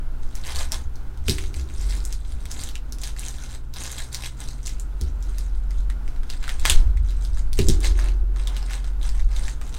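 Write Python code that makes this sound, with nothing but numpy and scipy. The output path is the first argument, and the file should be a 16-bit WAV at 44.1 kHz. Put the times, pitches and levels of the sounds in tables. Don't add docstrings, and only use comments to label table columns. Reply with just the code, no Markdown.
import sys
import numpy as np
from scipy import signal
from scipy.fft import rfft, irfft, next_fast_len
from scipy.io import wavfile
from scipy.ndimage import uniform_filter1d, map_coordinates

SR = 44100
rng = np.random.default_rng(int(sys.argv[2]) if len(sys.argv) > 2 else 0)


def materialize(psi):
    bounded = np.clip(np.atleast_2d(psi).T, -1, 1)
    quanta = np.round(bounded * 32767).astype(np.int16)
    wavfile.write(sys.argv[1], SR, quanta)


N = 431298

# start_s, peak_db (of the direct burst), pitch_hz
CREASE_SNAPS = [(0.3536, -23.5, 6100), (0.4381, -28, 3940), (0.5592, -17, 4430), (0.588, -19, 4840),
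                (0.7201, -10.5, 5400), (0.957, -34, 4900), (1.1744, -39, 4020), (1.283, -10, 2600),
                (1.296, -7, 4770), (1.3834, -19.5, 2250), (1.4397, -24, 2090), (1.5421, -25.5, 2330),
                (2.0518, -19, 7200), (2.1264, -18, 4630), (2.4554, -25, 3550), (2.515, -17.5, 6900),
                (2.6147, -24.5, 3650), (2.637, -18.5, 6760), (2.6893, -25, 4270), (2.755, -20, 2770),
                (2.9237, -22, 5270), (2.9854, -30.5, 5470), (3.0169, -23, 7100), (3.0354, -19, 4200),
                (3.165, -29, 1720), (3.1942, -17.5, 7400), (3.284, -20.5, 6800), (3.739, -24.5, 5350),
                (3.837, -21, 6100), (3.917, -19, 7500), (3.9838, -23, 6500), (4.129, -22, 7740),
                (4.146, -11.5, 4700), (4.6705, -16.5, 6850), (4.798, -22.5, 7750), (5.0123, -20.5, 5030),
                (5.226, -29.5, 5730), (5.384, -23, 5230), (5.708, -34, 2140), (5.9005, -26, 1920),
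                (6.0788, -30, 2100), (6.163, -35, 1450), (6.2335, -31.5, 1740), (6.301, -20.5, 4460),
                (6.336, -28, 1550), (6.4297, -26, 1700), (6.4408, -24, 1600), (6.4793, -20, 1550),
                (6.4931, -13.5, 1840), (6.5969, -21.5, 3660), (6.6534, -3, 1490), (6.6601, -9, 3970),
                (6.6982, 3, 3240), (6.9724, -32.5, 2100), (7.1064, -31, 3900), (7.2504, -26.5, 4250),
                (7.3733, -30.5, 1280), (7.531, -20.5, 4600), (7.59, -11.5, 2400), (7.686, -5, 5900),
                (7.805, -22, 6840), (7.8466, -16, 3900), (7.9907, -20, 1600), (8.0414, -32, 1192),
                (8.086, -27, 2500), (8.3618, -30, 1241), (8.4731, -19, 3400), (8.5668, -19.5, 2840),
                (8.7087, -25, 1485), (8.7343, -19.5, 2570), (8.8438, -27.5, 1400), (9.014, -31, 3560),
                (9.03, -26, 3550), (9.0913, -24, 4730), (9.196, -30, 2170), (9.3647, -24, 3680),
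                (9.4814, -20, 1900), (9.614, -26, 1280), (9.7423, -25.5, 3650)]
# delay_s, level_db (against the snap)
WALL_ECHOES = [(.0065, -9), (.024, -15)]
# frequency_hz, t60_s
ROOM_DECAY = [(500, 0.014), (3000, 0.18), (12000, 0.15)]
# frequency_hz, relative_density_db (per Hz)
FILM_COLOUR = [(880, -7.5), (1500, -8.5), (1610, -5), (2780, -10.5), (3800, -5.5), (4630, -8), (8500, -5),
               (15600, -22.5)]
# start_s, hold_s, crinkle_db
HAND_SQUEEZES = [(0.23, 0.013, -55), (0.36, 0.042, -49), (0.46, 0.053, -39.5), (0.56, 0.053, -36.5),
                 (0.73, 0.011, -38.5), (1.29, 0.035, -34), (1.39, 0.063, -46.5), (1.55, 0.045, -46),
                 (1.7, 0.049, -54.5), (1.8, 0.14, -44.5), (1.9, 0.081, -44.5), (2.06, 0.078, -50),
                 (2.25, 0.19, -57), (2.51, 0.17, -45), (3.03, 0.041, -42.5), (3.18, 0.13, -45),
                 (3.35, 0.18, -47.5), (3.76, 0.28, -42), (4.14, 0.11, -42), (4.41, 0.0057, -38.5),
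                 (4.48, 0.09, -53.5), (4.66, 0.011, -41.5), (5.02, .02, -52.5), (5.22, 0.18, -58),
                 (5.39, 0.045, -46.5), (5.55, 0.019, -55), (5.71, 0.06, -55.5), (6.05, 0.096, -58),
                 (6.3, 0.035, -43.5), (6.43, 0.12, -43), (6.665, 0.047, -27), (7.06, 0.094, -54.5),
                 (7.23, 0.018, -45), (7.38, 0.021, -55), (7.595, 0.0096, -33), (7.7, 0.019, -38),
                 (7.84, 0.028, -35), (7.98, 0.086, -40), (8.37, 0.17, -50.5), (8.48, 0.15, -46.5),
                 (8.7, 0.066, -42), (8.84, 0.027, -50.5), (9.03, 0.063, -43), (9.15, 0.036, -44),
                 (9.31, 0.18, -44.5), (9.62, 0.069, -51), (9.75, 0.023, -42.5)]
# time_s, large_panels_db (against crinkle), muffled_share (0-1)
CRINKLE_FLEX = [(0, -12, 0), (.8, -1.5, 0), (1.3, -22, 0), (2.6, -11.5, 0), (4.4, -10, 0), (5.4, -44, 0.23),
                (6.5, -6.5, 0.69), (7.3, -23.5, 0), (8.2, -2, 0.69), (9.05, -8, 0.4), (9.78, -8.5, 0.38)]
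# start_s, end_s, pitch_hz, level_db
FINGER_SQUEAK = (3.39, 3.49, 1450, -50)
# start_s, level_db (whole knock), boom_db, thud_db (both within the knock)
DESK_KNOCKS = [(1.283, -15.5, -12, -11), (5.011, -28.5, 11, -13), (6.696, -43, 21, 1.5),
               (7.588, -12.5, -8, -8.5), (7.682, -12.5, -3, -13.5)]
# frequency_hz, level_db (within the ring), t60_s
DESK_MODES = [(95.3, 3.5, 0.18), (148, -3, 0.22), (217, 0.5, 0.12), (273.4, -14.5, 0.32),
              (306.5, -22.5, 0.96), (388, -20, 1)]
# time_s, level_db
TONE_LEVEL = [(0.15, -44), (0.6, -44), (1.47, -31.5), (1.65, -46), (1.85, -20.5), (2.51, -37), (3.17, -30),
              (3.89, -49), (4.6, -31), (4.84, -28.5), (5.9, -21.5), (6.23, -43), (6.6, -29), (6.93, -18.5),
              (7.6, -26), (7.93, -16.5), (8.73, -25.5), (9.3, -20.5), (9.69, -34)]
# time_s, level_db
SWAY_LEVEL = [(0.15, -21), (0.45, -24.5), (1.85, -27), (3.89, -33), (5.06, -31.5), (6.2, -21), (6.6, -22),
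              (6.77, -7), (7.0, -28), (7.71, -16.5), (8.73, -34), (9.24, -15.5), (9.5, -27.5)]
# start_s, hold_s, level_db
DESK_SHOVES = [(0.55, 0.2, -33.5), (1.3, 0.079, -27), (2.3, 0.17, -37), (5.03, 0.15, -37.5),
               (6.77, .2, -24), (7.6, 0.14, -25), (8.7, 0.31, -48)]
# frequency_hz, level_db
MAINS_HUM = [(60, -39), (120, -47.5), (240, -69)]
# frequency_hz, relative_density_db (per Hz)
FAN_COLOUR = [(47, -27), (80, -4), (102, -21), (136, -10), (170, -19.5), (231, -14.5), (571, -28),
              (889, -26.5), (1160, -31), (1440, -26), (1760, -36.5), (6930, -48), (15700, -51.5)]

RUSTLE_DB = -4
SQUEEZE_SWELL_S, SQUEEZE_FADE_S = 0.034, 0.087
HELD_BAG_DB = -71
MUFFLE_HZ, PATCHY_DB = 4460, 2
SHOVE_SWELL_S, SHOVE_FADE_S, BOOM_IDLE_DB = 0.17, 0.67, -51
TOP_HZ = 15900


def snaps():
    out, t = np.zeros(N), np.arange(SR // 50) / SR
    for start_s, peak_db, hz in CREASE_SNAPS:
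        burst = rng.standard_normal(len(t)) * amp(-60 * t / .008)
        burst[0] = 3
        second_hz = hz * 2 ** rng.uniform(-.9, 1.3)

        def panel(f):
            film = 0.48 * amp(along(FILM_COLOUR, f)) * hump(f, hz, 2.6)
            modes = 0.75 * hump(f, hz, 0.22) + 0.35 * hump(f, second_hz, 0.12)
            low_cut = 1j * f / (.35 * hz + 1j * f)
            return (film + modes) * low_cut

        burst = filtered(burst, panel)
        burst *= amp(peak_db) / np.abs(burst).max()
        rustle = filtered(tail(), panel)
        rustle *= amp(RUSTLE_DB) * np.linalg.norm(burst) / np.linalg.norm(rustle)
        add(out, start_s, burst)
        for delay_s, echo_db in WALL_ECHOES:
            add(out, start_s + delay_s, amp(echo_db) * burst)
        add(out, start_s + 0.0025, rustle)
    return out


def crinkle():
    flex_db, muffled = curves(CRINKLE_FLEX)
    muffled = np.clip(muffled, 0, 1)
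    count, length = 3200, 160
    draw = rng.random((count, 3))
    at = (draw[:, 0] * (N - length)).astype(int)
    t = np.arange(length) / SR
    hz = 2500 * amp(11.56 * draw[:, 1:2])
    size = amp(-3.5 * np.log(draw[:, 2:3] + .015))
    grit = rng.standard_normal((count, length))
    bursts = size * (grit + 1.5 * np.sin(2 * np.pi * hz * t)) * amp(-60 * t / 0.0035)
    places = at[:, None] + np.arange(length)
    grains = np.bincount(places.ravel(), bursts.ravel(), N)

    clumped = unit(grains) * amp(3 * wobble(25))
    film = clumped + .45 * rng.standard_normal(N)
    bright = filtered(patchy(film, PATCHY_DB), lambda f: amp(along(FILM_COLOUR, f)))
    dull = filtered(bright, lambda f: 1 / (1 + (f / MUFFLE_HZ) ** 2))
    bright = (1 - muffled) * bright + muffled * dull
    body = filtered(0.036 * film + rng.standard_normal(N), lambda f: hump(f, 875, 1.41) ** 2)
    hand = swells(HAND_SQUEEZES, SQUEEZE_SWELL_S, SQUEEZE_FADE_S, HELD_BAG_DB)
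    close = hand * (unit(bright) + amp(flex_db) * unit(body))
    return close + amp(-2.5) * signal.fftconvolve(close, tail())[:N]


def squeak():
    start_s, end_s, hz, db = FINGER_SQUEAK
    slips = rng.standard_normal(N) * amp(2.4 * wobble(120))
    t = np.arange(N) / SR
    gate = np.clip(np.minimum((t - start_s) / 0.0052, (end_s - t) / 0.049), 0, 1)
    return amp(db) * gate * unit(filtered(slips, lambda f: hump(f, hz, 0.11) ** 2))


def knocks():
    out, t = np.zeros(N), np.arange(SR) / SR
    for start_s, db, boom_db, thud_db in DESK_KNOCKS:
        ring = np.zeros(len(t))
        for hz, level_db, t60_s in DESK_MODES:
            strength_db = level_db + rng.normal(0, 0.46)
            ring += amp(strength_db - 60 * t / t60_s) * np.sin(2 * np.pi * hz * t)
        thud = unit(filtered(rng.standard_normal(len(t)), lambda f: hump(f, 344, 0.31) ** 2))
        thud *= amp(-60 * t / 0.13) + amp(-19.5 - 60 * t / 3.14)
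        pocket_hz = 355 + 130 * np.exp(-t / 0.0097)
        thud += 2.44 * amp(-60 * t / 0.14) * np.sin(2 * np.pi * np.cumsum(pocket_hz) / SR)
        boom = amp(boom_db - 60 * t / .5) * np.sin(2 * np.pi * 69 * t)
        onset = 1 - np.exp(-t / 0.0042)
        add(out, start_s, amp(db) * (amp(-2.5) * ring + amp(thud_db) * thud + boom) * onset)
    return out


def desk():
    (tone_db,), (sway_db,) = curves(TONE_LEVEL), curves(SWAY_LEVEL)
    tone_hz = 44 + 0.597 * wobble(4)
    tone = np.sqrt(2) * np.sin(2 * np.pi * np.cumsum(tone_hz) / SR)
    tone *= amp(tone_db + 0.3 * wobble(13.0))
    sway = filtered(rng.standard_normal(N), lambda f: hump(f, 12.0, 6.3) / (1 + (f / 30) ** 6))
    boom = filtered(rng.standard_normal(N), lambda f: hump(f, 67.0, 0.2) ** 2)
    shove = swells(DESK_SHOVES, SHOVE_SWELL_S, SHOVE_FADE_S, BOOM_IDLE_DB)
    return tone + amp(sway_db) * unit(sway) + shove * unit(boom)


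def room_tone():
    t = np.arange(N) / SR
    hum = np.zeros(N)
    for hz, db in MAINS_HUM:
        level = np.sqrt(2) * amp(db + 1.44 * wobble(1.55))
        hum += level * np.sin(2 * np.pi * (hz * t + rng.random()))
    fan = filtered(rng.standard_normal(N), lambda f: amp(along(FAN_COLOUR, f)))
    return hum + amp(-46.5 + 1.66 * wobble(6.8)) * unit(fan)


def tail():
    hz, t, z = signal.stft(rng.standard_normal(SR // 3), SR, nperseg=256)
    decay = amp(-60 * t / along(ROOM_DECAY, hz)[:, None])
    answer = signal.istft(z * decay, SR, nperseg=256)[1]
    return answer / np.linalg.norm(answer)


def swells(rows, swell_s, fade_s, idle_db):
    t = np.arange(0, N, 64) / SR
    power = amp(2 * idle_db)
    for start_s, hold_s, db in rows:
        before = (start_s - t) / swell_s
        after = (t - start_s - hold_s) / fade_s
        power = power + amp(2 * db - 40 * np.maximum(0, np.maximum(before, after)))
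    return np.interp(np.arange(N) / SR, t, np.sqrt(power))


def patchy(x, depth_db):
    z = signal.stft(x, nperseg=256)[2]
    field = uniform_filter1d(rng.standard_normal(z.shape), size=6, axis=0)
    field = uniform_filter1d(field, size=12, axis=1)
    return signal.istft(z * amp(depth_db * unit(field)), nperseg=256)[1][:N]


def hump(f, hz, width):
    return 1j * f * hz * width / (hz * hz - f * f + 1j * f * hz * width)


def filtered(x, response):
    m = next_fast_len(len(x) + 4096)
    return irfft(rfft(x, m) * response(np.fft.rfftfreq(m, 1 / SR)), m)[:len(x)]


def wobble(rate):
    knots = rng.standard_normal(int(N * rate / SR) + 4)
    return map_coordinates(knots, [np.arange(N) * rate / SR])


def curves(rows):
    s, *cols = np.transpose(rows)
    return [np.interp(np.arange(N) / SR, s, c) for c in cols]


def along(points, hz):
    f, v = np.transpose(points)
    return np.interp(np.log(hz + 1), np.log(f + 1), v)


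def amp(db):
    return 10 ** (np.asarray(db) / 20)


def unit(x):
    return x / np.sqrt(np.mean(x ** 2) + 1e-20)


def add(out, s, x):
    at = round(s * SR)
    out[at:at + len(x)] += x[:len(out) - at]


def scene():
    return (snaps() + crinkle() + squeak() + knocks() + desk() + room_tone())[None]


def record(dry):
    rounded = dry[0] / (1 + np.abs(dry[0] / .93) ** 6) ** (1 / 6)
    return filtered(rounded, lambda hz: hz < TOP_HZ)[None]


dry = scene()
out = record(dry)
materialize(out)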